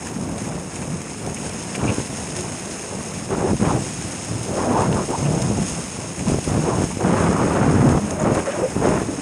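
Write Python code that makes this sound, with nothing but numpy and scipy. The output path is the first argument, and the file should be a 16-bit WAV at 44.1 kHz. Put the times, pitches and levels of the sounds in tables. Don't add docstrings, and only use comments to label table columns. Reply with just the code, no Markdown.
import sys
import numpy as np
from scipy import signal
from scipy.fft import rfft, irfft
from scipy.io import wavfile
from scipy.ndimage import uniform_filter1d

SR = 44100
rng = np.random.default_rng(int(sys.argv[2]) if len(sys.argv) > 2 else 0)


def dump(signal):
    limited = np.clip(np.atleast_2d(signal).T, -1, 1)
    pcm = np.round(limited * 32767).astype(np.int16)
    wavfile.write(sys.argv[1], SR, pcm)


def gain_from_db(level_db):
    decades = np.asarray(level_db, float) / 20
    return 10 ** decades


N = 406161
TIME = np.arange(N) / SR


def rms_one(x):
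    return x / np.sqrt(np.mean(x ** 2) + 1e-20)


def in_time(rows):
    s, *columns = np.transpose(rows)
    return [np.interp(TIME, s, column) for column in columns]


def drift(rate):
    r = np.exp(-40 * np.pi * rate / SR)
    noise = rng.standard_normal(N // 20 + 2002)
    slow = signal.lfilter([1], [1, -2 * r, r * r], noise)[2000:]
    return np.interp(np.arange(N) / 20, np.arange(len(slow)), rms_one(slow))


def colour(x, spectrum):
    hz, db = np.transpose(spectrum)
    grid = np.fft.rfftfreq(8192, 1 / SR) + 1
    gain = gain_from_db(np.interp(np.log(grid), np.log(hz), db))
    cepstrum = irfft(np.log(gain))
    cepstrum[1:4096] *= 2
    cepstrum[4097:] = 0
    return signal.fftconvolve(x, irfft(np.exp(rfft(cepstrum))))[:N]


def cut(x, hz, kind):
    return signal.sosfilt(signal.butter(3, hz, kind, fs=SR, output="sos"), x)


def grains(per_s, spread_db, share):
    sizes = gain_from_db(spread_db * np.minimum(rng.exponential(1, N), 5)) * rng.choice((-1, 1), N)
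    clicks = rms_one(sizes * (rng.random(N) < per_s / SR))
    return np.sqrt(share) * clicks + np.sqrt(1 - share) * rng.standard_normal(N)


def resonate(x, hz, width_hz):
    r = np.exp(-np.pi * width_hz / SR)
    poles = [1, -2 * r * np.cos(2 * np.pi * hz / SR), r * r]
    return signal.lfilter([(1 - r * r) / 2, 0, (r * r - 1) / 2], poles, x)


def swell(s, length):
    at = slice(int(s * SR), min(N, int((s + length) * SR)))
    return at, np.sqrt(np.hanning(at.stop - at.start))


# t/s, hiss level/dB, dull scrape of the load level/dB re hiss
GLIDE = [(0.0, -39, -11), (0.46, -40, -10), (1.31, -38, -10.5), (1.51, -35.5, -10.5), (2.67, -35, -12),
         (3.1, -37, -11.5), (3.33, -37, -12.5), (4.0, -33.5, -12.5), (4.74, -36, -13), (5.87, -34, -12.5),
         (6.1, -36, -12), (6.59, -34.5, -12.5), (7.39, -37, -9), (7.9, -36.5, -11), (8.26, -38, -9),
         (8.54, -36.5, -8), (8.87, -36, -9), (9.21, -37.5, -11)]
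# t/s, length/s, hiss change/dB
PATCHES = [(0.023, 0.097, 3), (0.364, 0.13, 3), (0.66, 0.23, 2.5), (1.04, 0.096, 1.5), (1.433, 0.062, 3.5),
           (1.736, 0.042, 2.5), (1.914, 0.12, 3), (2.125, 0.12, 1), (2.34, 0.057, 2), (3.127, 0.099, 2),
           (4.79, .05, 3), (4.84, .08, -1.5), (5.383, 0.065, 0.5), (5.604, 0.16, 2), (6.268, 0.1, 2.5),
           (6.4, 0.11, 2), (6.798, 0.066, 4), (6.847, 0.028, 1), (7.153, 0.12, 3.5), (7.86, 0.077, 1),
           (8.15, 0.054, -3), (8.195, 0.056, 1), (8.24, 0.089, -2), (8.326, 0.12, 2.5), (8.885, 0.14, 2)]
# t/s, peak level/dB, dull part level/dB re peak
CRUNCHES = [(0.07, -26, -12), (0.4434, -29, -20), (0.4886, -24, -18), (0.7571, -29, -22), (1.264, -24, -18),
            (1.7535, -19.5, -7), (0.381, -29, -20), (0.42, -28, -14), (1.017, -26, -10), (1.298, -28, -10),
            (1.493, -30, -10), (1.995, -26, -7), (2.365, -22, -21), (2.408, -23, -23), (2.388, -25, -14),
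            (2.658, -34, -10), (2.95, -28, -12), (3.664, -33, -4), (3.62, -32, 0), (3.71, -36, -2),
            (8.39, -30, 2), (3.5324, -38, -16), (5.4236, -22, -14), (4.8194, -26, -15), (4.926, -25, -7),
            (5.105, -30, -8), (5.626, -26, -10), (5.4183, -21, -17), (5.6964, -22, -21), (6.1928, -26, -10),
            (6.283, -20, -18), (6.39, -27, -12), (6.543, -28, 0), (7.24, -25, -21), (7.807, -29, -6),
            (8.889, -25, -3), (9.204, -35, -12), (7.89, -19.5, -7), (8.108, -22, -12), (8.3494, -21, -21)]
# t/s, peak level/dB
SNAPS = [
    (1.345, -19.5),
    (4.432, -26),
    (8.197, -36),
    (8.217, -36),
]
# f/Hz, level/dB per Hz
HOUSING = [(500, -53.5), (1300, -57.5), (2650, -54), (3200, -62.5), (4600, -72.5), (5250, -62), (6000, -71),
           (6450, -57.5), (7200, -67.5), (9400, -63.5), (10300, -75), (10800, -103), (11700, -85.5),
           (13000, -100)]
SCRAPE_TOP_HZ, FIZZ_LOW_HZ = 3800, 7300
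CRUNCH_S = 0.0027


def runners():
    hiss_db, scrape_db = in_time(GLIDE)
    for s, length, change_db in PATCHES:
        at, shape = swell(s, length)
        hiss_db[at] += change_db * shape
    snow = colour(grains(per_s=4000, spread_db=3.6, share=0.4), HOUSING)
    scrape = rms_one(cut(snow, SCRAPE_TOP_HZ, "low"))
    upper = rms_one(cut(snow, SCRAPE_TOP_HZ, "high"))
    hiss = cut(upper, FIZZ_LOW_HZ, "low") * gain_from_db(0.64 * drift(81))
    fizz = cut(upper, FIZZ_LOW_HZ, "high") * gain_from_db(0.14 * drift(45))
    bumps = 0.57 * drift(13) + 0.67 * drift(39)
    bright = gain_from_db(hiss_db + bumps + 1.76)
    dull = gain_from_db(hiss_db + scrape_db + 0.62 * bumps + 1.1 * drift(48) + 9.5)
    for s, peak_db, dull_db in CRUNCHES:
        at = slice(int(s * SR), min(N, int((s + .03) * SR)))
        shape = np.exp((s - TIME[at]) / CRUNCH_S)
        bright[at] += gain_from_db(peak_db - 5.5) * shape
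        dull[at] += gain_from_db(peak_db + dull_db + 3.0) * shape
    snap = np.zeros(N)
    for s, peak_db in SNAPS:
        at = slice(int(s * SR), int((s + .03) * SR))
        snap[at] += gain_from_db(peak_db) * np.exp((s - TIME[at]) / CRUNCH_S)
    return bright * hiss - (bright + snap) * fizz + dull * scrape


# t/s, big eddies level/dB, fineness (more of the lesser eddies)/dB
BREEZE = [(0, -31, 1.5), (1.1, -31, -1), (1.7, -31, -0.5), (2.3, -29, -1.5), (2.9, -35.5, 5.5),
          (3.25, -28.5, -2.5), (3.57, -27, -7), (4.0, -28, -4), (4.45, -32.5, 3.5), (5.06, -30.5, -3),
          (5.9, -29.5, -2), (6.15, -30.5, -0.5), (6.44, -31, -1), (6.97, -32.5, -1), (8.15, -26.5, 2),
          (8.44, -31.5, 6), (8.72, -29.5, 3), (9.21, -35, -2)]
BREEZE_MIDDLE_DB, BREEZE_SMALL_DB = -4, -8.5
# t/s, length/s, big eddies level/dB, middle eddies level/dB re big
PUFFS = [(0.033, 0.13, -32.5, -19), (0.123, 0.22, -26, -11.5), (.4, 0.043, -33, -18),
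         (0.472, 0.12, -28.5, -6.5), (0.82, 0.046, -30.5, -5), (0.863, 0.12, -28, -20),
         (1.244, 0.088, -27.5, -5), (1.38, 0.12, -33.5, -2.5), (1.813, 0.098, -21, -5),
         (2.06, 0.067, -35, -21), (7.003, 0.023, -20.5, 0), (2.36, 0.14, -44, 5), (2.908, 0.04, -35, 3.5),
         (2.957, 0.054, -29, -9), (3.785, 0.09, -27.5, -7), (4.285, 0.13, -25.5, -13),
         (5.675, 0.17, -28.5, -5.5), (5.977, 0.096, -34, -1), (6.182, 0.059, -25, -18),
         (6.368, 0.023, -19, -12), (6.86, 0.11, -26.5, -24), (8.002, 0.15, -29, -14),
         (8.239, 0.088, -21.5, 0.5), (8.357, 0.03, -21.5, -2), (3.495, 0.054, -17, -23),
         (6.564, 0.086, -20, -8), (4.865, 0.054, -23, -18), (8.764, 0.043, -17, -9.5),
         (9.035, 0.058, -27, -5), (9.083, 0.16, -32.5, 2)]
PUFF_SMALL_DB, PUFF_SMALL_FOLLOWS = -5.5, 0.88
# t/s, length/s, big eddies level/dB, middle and small eddies level/dB re big
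GUSTS = [(1.782, 0.16, -23, -4.5, -9.5), (1.975, 0.029, -20, -18, -19), (3.305, 0.05, -23.5, 0.5, -2.5),
         (3.375, 0.15, -24, 3, -5), (3.603, 0.082, -18.5, -8, -8.5), (3.646, 0.13, -24, 0.5, -5),
         (4.483, 0.054, -25.5, -1, -12), (4.566, 0.14, -26.5, 4.5, 0.5), (4.693, 0.18, -22, 0.5, -3.5),
         (4.855, 0.19, -23.5, -0.5, -8), (5.092, 0.041, -26.5, 6.5, -3), (5.186, 0.21, -21, -3.5, -11.5),
         (5.423, 0.11, -18.5, -7.5, -15), (5.548, 0.11, -20, -8, -15), (6.267, 0.082, -18, -7, -12),
         (6.474, 0.11, -19.5, -5.5, -10.5), (6.651, 0.064, -27, 8, 0.5), (6.723, 0.12, -19.5, -2, -8),
         (7.039, 0.12, -16.5, -2, -6.5), (7.161, 0.19, -20.5, -0.5, -0.5), (7.342, 0.31, -19.5, 0, -4.5),
         (7.62, 0.2, -14.5, -7, -9), (7.813, .17, -13.5, -7.5, -7.5), (8.188, .22, -28, -0.5, 3),
         (8.459, 0.12, -34, -1, 7), (8.59, 0.045, -28.5, 8, 2), (8.819, 0.13, -22, 5, -2),
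         (8.944, 0.083, -23, 0.5, -2)]
ATTACK_S, RELEASE_S = (0.024, 0.037, 0.013), (0.026, 0.045, 0.0057)


def airflow():
    big_db, fine_db = in_time(BREEZE)
    middle_db = big_db + BREEZE_MIDDLE_DB + fine_db
    small_db = big_db + BREEZE_SMALL_DB + fine_db
    power = gain_from_db([big_db, middle_db, small_db]) ** 2
    puffs = [(*row, PUFF_SMALL_DB + PUFF_SMALL_FOLLOWS * row[-1]) for row in PUFFS]
    for s, length, db, middle_db, small_db in [*GUSTS, *puffs]:
        at = slice(max(int((s - .1) * SR), 0), int((s + length + .1) * SR))
        for size, rise, fall, re_db in zip(power, ATTACK_S, RELEASE_S, (0, middle_db, small_db)):
            onset = np.clip((TIME[at] - s) / rise + .5, 0, 1)
            ending = np.clip((s + length - TIME[at]) / fall + .5, 0, 1)
            size[at] += gain_from_db(db + re_db) ** 2 * onset * ending
    return 10 * np.log10(power)


# f/Hz, level/dB per Hz
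EDDIES = [(15, -29), (50, -12.5), (100, -2.5), (190, -0.5), (300, -7), (450, -5.5), (650, -11.5),
          (950, -11.5), (1400, -20.5), (2000, -29.5), (2800, -35.5), (3300, -40), (5000, -49), (8000, -97)]
EDDY_SPLIT_HZ = (292, 311, 734, 790)
GRIT_HZ, GRIT_DB = 1490, 3


def wind(big_db, middle_db, small_db):
    flow = colour(grains(per_s=300, spread_db=1.0, share=0.36), EDDIES)
    lumps = 0.68 * drift(7.8) + 1.0 * drift(44)
    big_hz, low_hz, high_hz, small_hz = EDDY_SPLIT_HZ
    big = rms_one(cut(flow, big_hz, "low")) * gain_from_db(big_db + 1.1 * lumps - 2.0)
    middle = rms_one(cut(flow, [low_hz, high_hz], "band"))
    middle = middle * gain_from_db(middle_db + lumps + 0.55 * drift(24) - 0.73)
    small = cut(flow, small_hz, "high")
    bursts = gain_from_db(2.0 * drift(60) + 2.4 * drift(4.5) + GRIT_DB)
    grit = cut(small, GRIT_HZ, "high") * (bursts + 1)
    small = rms_one(small - grit) * gain_from_db(small_db + 0.27 * lumps + 0.57 * drift(16) - 4.5)
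    return big + middle + small


# t/s, dip level/dB
SLAPS = [(1.8797, -11), (2.0021, -13), (3.3067, -13), (3.3833, -8), (3.615, -7), (3.6747, -6), (5.1054, -9),
         (3.6515, -11), (6.2997, -6), (6.3442, -4), (6.3872, -8), (6.477, -6), (6.5783, -7), (6.8082, -8),
         (6.8411, -4), (6.9715, -11), (7.8878, -4), (7.7058, -5), (7.7269, -4), (7.7426, -4), (7.7957, -5),
         (7.8283, -4), (7.9241, -4), (7.951, -4), (8.2382, -7), (8.3196, -5), (8.3927, -7), (8.7654, -6),
         (8.892, -5), (9.018, -8), (3.7237, -9), (3.7409, -10), (4.615, -10), (4.6734, -9), (4.8917, -8),
         (4.9559, -9), (5.3783, -10), (5.5119, -10), (5.589, -10), (6.3202, -9), (6.5934, -8), (6.6392, -9),
         (6.8205, -7), (7.207, -9), (7.2313, -8), (7.2918, -6), (7.3052, -6), (7.3206, -6), (7.4608, -6),
         (7.5103, -8), (7.5998, -8), (7.6467, -7), (7.6636, -6), (7.6798, -6), (7.7827, -6), (8.301, -7),
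         (8.3703, -7), (8.6203, -9), (8.9068, -7), (8.9859, -9)]
SLAP_MS, SLAP_SPREAD = 0.91, 0.11
STRAY_SLAPS_PER_S, STRAY_SLAP_DB = 15, 7.5


def slaps(big_db):
    out, ms = np.zeros(N + 2000), np.arange(-300, 700) / SR * 1000
    moments = np.flatnonzero(rng.random(N)[300:] < STRAY_SLAPS_PER_S / SR) + 300
    strays = [(k / SR, big_db[k] + STRAY_SLAP_DB) for k in moments]
    uneven = rng.standard_normal(N)
    for s, dip_db in [*SLAPS, *strays]:
        width = SLAP_MS * np.exp(SLAP_SPREAD * uneven[int(s * SR)])
        side = np.where(ms < 0, 0.65, 0.58) * width
        dip = np.exp(-(ms / side) ** 2)
        rebound = 0.2 * np.exp(-((ms - 1.56 * width) / (1.05 * width)) ** 2)
        start = max(int(s * SR) - 300, 0)
        out[start:start + len(ms)] += gain_from_db(dip_db + 1.5) * (rebound - dip)
    return out[:N]


# t/s, length/s, start f/Hz, end
# f/Hz, level/dB
FLUTTER = [(2.342, 0.11, 345.5, 372, -29.5), (3.306, 0.046, 396, 388, -19), (3.438, 0.03, 371, 398, -12.5),
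           (3.685, 0.042, 1040, 850, -19), (3.72, 0.049, 900, 800, -25.5), (4.28, 0.18, 98.3, 122, -25.5),
           (4.497, 0.087, 567, 610, -28), (4.68, 0.2, 850, 940, -23), (4.86, 0.053, 202.4, 169, -17),
           (4.943, 0.089, 1050, 1007, -28), (5.11, 0.068, 850, 930, -23), (5.2, 0.2, 134.6, 168, -20),
           (6.67, 0.1, 998, 935, -27), (6.899, 0.042, 950, 955, -31), (8.468, 0.042, 593, 522, -16),
           (8.521, 0.057, 618, 604, -25), (8.62, 0.067, 509, 530, -17), (4.601, 0.16, 254, 234, -20.5),
           (8.0, 0.075, 195, 216, -21), (9.07, 0.17, 292, 263, -40), (6.53, .13, 151, 160, -23),
           (8.83, 0.036, 425, 480, -18), (8.88, 0.082, 400, 494, -29), (8.94, 0.022, 170, 150, -19),
           (7.36, .2, 201, 189, -29), (8.22, 0.13, 158.6, 130, -25), (8.072, 0.36, 617, 617, -25),
           (8.198, 0.11, 604, 576, -28), (8.308, .035, 557, 520, -22), (8.36, 0.047, 559, 540, -22),
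           (7.34, .11, 1042, 957, -26), (7.47, 0.086, 1000, 964, -25), (4.57, 0.084, 891, 1050, -26),
           (4.64, 0.052, 703, 600, -20), (4.76, 0.11, 956, 1000, -32), (4.95, 0.062, 172, 252, -23),
           (3.76, 0.033, 697, 800, -27), (9.08, 0.024, 282, 280, -20), (9.12, .025, 310, 300, -24),
           (9.175, 0.028, 290, 280, -20.5),
           (.415, 0.023, 200, 180, -25),
    (.81, .035, 190, 180, -25),
    (.92, 0.043, 190, 170, -22),
    (1.29, 0.054, 150, 160, -26),
    (3.483, 0.058, 278, 150, -17.5),
    (3.73, .04, 131, 120, -16),
    (4.89, .04, 150, 150, -17),
    (7.03, 0.1, 201, 170, -19),
    (7.2, 0.17, 151, 202, -19.5),
]
OVERTONE_DB = -26.5


def flutter():
    out, wobble, height = np.zeros(N), drift(70), drift(50)
    for s, length, start_hz, end_hz, db in FLUTTER:
        at, shape = swell(s, length)
        turns = np.cumsum(np.linspace(start_hz, end_hz, len(shape))) / SR
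        phase = 2 * np.pi * turns + (start_hz / 600) ** 2 * wobble[at]
        tone = np.sin(phase) + gain_from_db(OVERTONE_DB) * np.sin(3 * phase)
        uneven = gain_from_db(start_hz / 260 * np.minimum(height[at], 1))
        out[at] += gain_from_db(db + 1.5) * shape * uneven * tone
    return out


# t/s, f/Hz,
# length/s, level/dB
CREAKS = [(1.354, 2300, 0.032, -36.5), (1.7497, 2200, 0.0045, -25), (1.75, 1650, .006, -34),
          (1.758, 2580, .005, -30), (1.835, 2500, 0.015, -34), (1.867, 2500, 0.05, -28),
          (3.649, 2450, .012, -33), (1.788, 2800, .02, -40), (4.9272, 2660, 0.0031, -26),
          (5.237, 2530, 0.039, -36), (6.19, 2530, 0.014, -40), (6.433, 2680, .03, -42),
          (8.45, 1650, 0.11, -36), (8.482, 2480, 0.055, -39), (8.11, 6600, .007, -34),
          (8.196, 6800, .008, -28), (8.215, 6800, 0.0068, -33), (8.229, 6800, .005, -34),
          (8.238, 6700, .006, -33)]


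def creaks():
    out, rub = np.zeros(N), grains(per_s=4900, spread_db=-6.0, share=0.74)
    for s, hz, length, db in CREAKS:
        at, shape = swell(s, length)
        ring = resonate(resonate(rub[at], hz, 600), hz, 900)
        out[at] += gain_from_db(db) * shape * rms_one(ring)
    return out


SWEEP_S, SWEEP = .012, 0.8


def scene():
    big_db, middle_db, small_db = airflow()
    sled = runners() + creaks()
    flow, large = wind(big_db, middle_db, small_db), slaps(big_db)
    crowding = uniform_filter1d(np.abs(large), size=int(SWEEP_S * SR)) / gain_from_db(big_db)
    calm = 1 / (1 + SWEEP * crowding)
    return (calm * flow + large + flutter() + sled)[None]


# f/Hz, level/dB per bin
GATE = [(3600, -98), (4450, -78), (5000, -98), (9900, -100), (10300, -78), (11500, -81), (12200, -88),
        (13000, -90), (13700, -88)]
GATE_OPENS = (10, 23)


def gate(x):
    hz, frames, cells = signal.stft(x, SR, "cosine", 4096, 2048)
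    power = uniform_filter1d(np.abs(cells) ** 2, size=12, axis=1)
    shifts = np.repeat(rng.normal(0, 3.5, (129, len(frames))), 16, axis=0)[:len(hz)]
    shifts[:, GATE_OPENS[0]::GATE_OPENS[1]] -= 10 * (hz[:, None] < 13000)
    bar = gain_from_db(np.interp(hz, *np.transpose(GATE))[:, None] + shifts)
    return signal.istft(cells * (power > bar ** 2), SR, "cosine", 4096, 2048)[1][:, :N]


def roll_off(x):
    return signal.sosfilt(signal.butter(12, 14120, fs=SR, output="sos"), x)


# f/Hz, level/dB per Hz
SELF_NOISE = [(9000, -36), (10500, 2), (11200, -3.5), (11700, -0.5), (12300, -4), (12900, -1), (13400, -12),
              (14000, -12)]
SELF_NOISE_DB = -59
RUMBLE_CUT_HZ, TOP_HZ = 49, 14900


def record(dry):
    own = rms_one(colour(rng.standard_normal(N), SELF_NOISE))
    own = own * gain_from_db(SELF_NOISE_DB + .8 * drift(5))
    x = cut(0.85 * np.tanh(dry / 0.91) + own, RUMBLE_CUT_HZ, "high")
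    x = signal.sosfilt(signal.cheby2(10, 50, TOP_HZ, fs=SR, output="sos"), x)
    return roll_off(gate(x))


dry = scene()
out = record(dry)
dump(out)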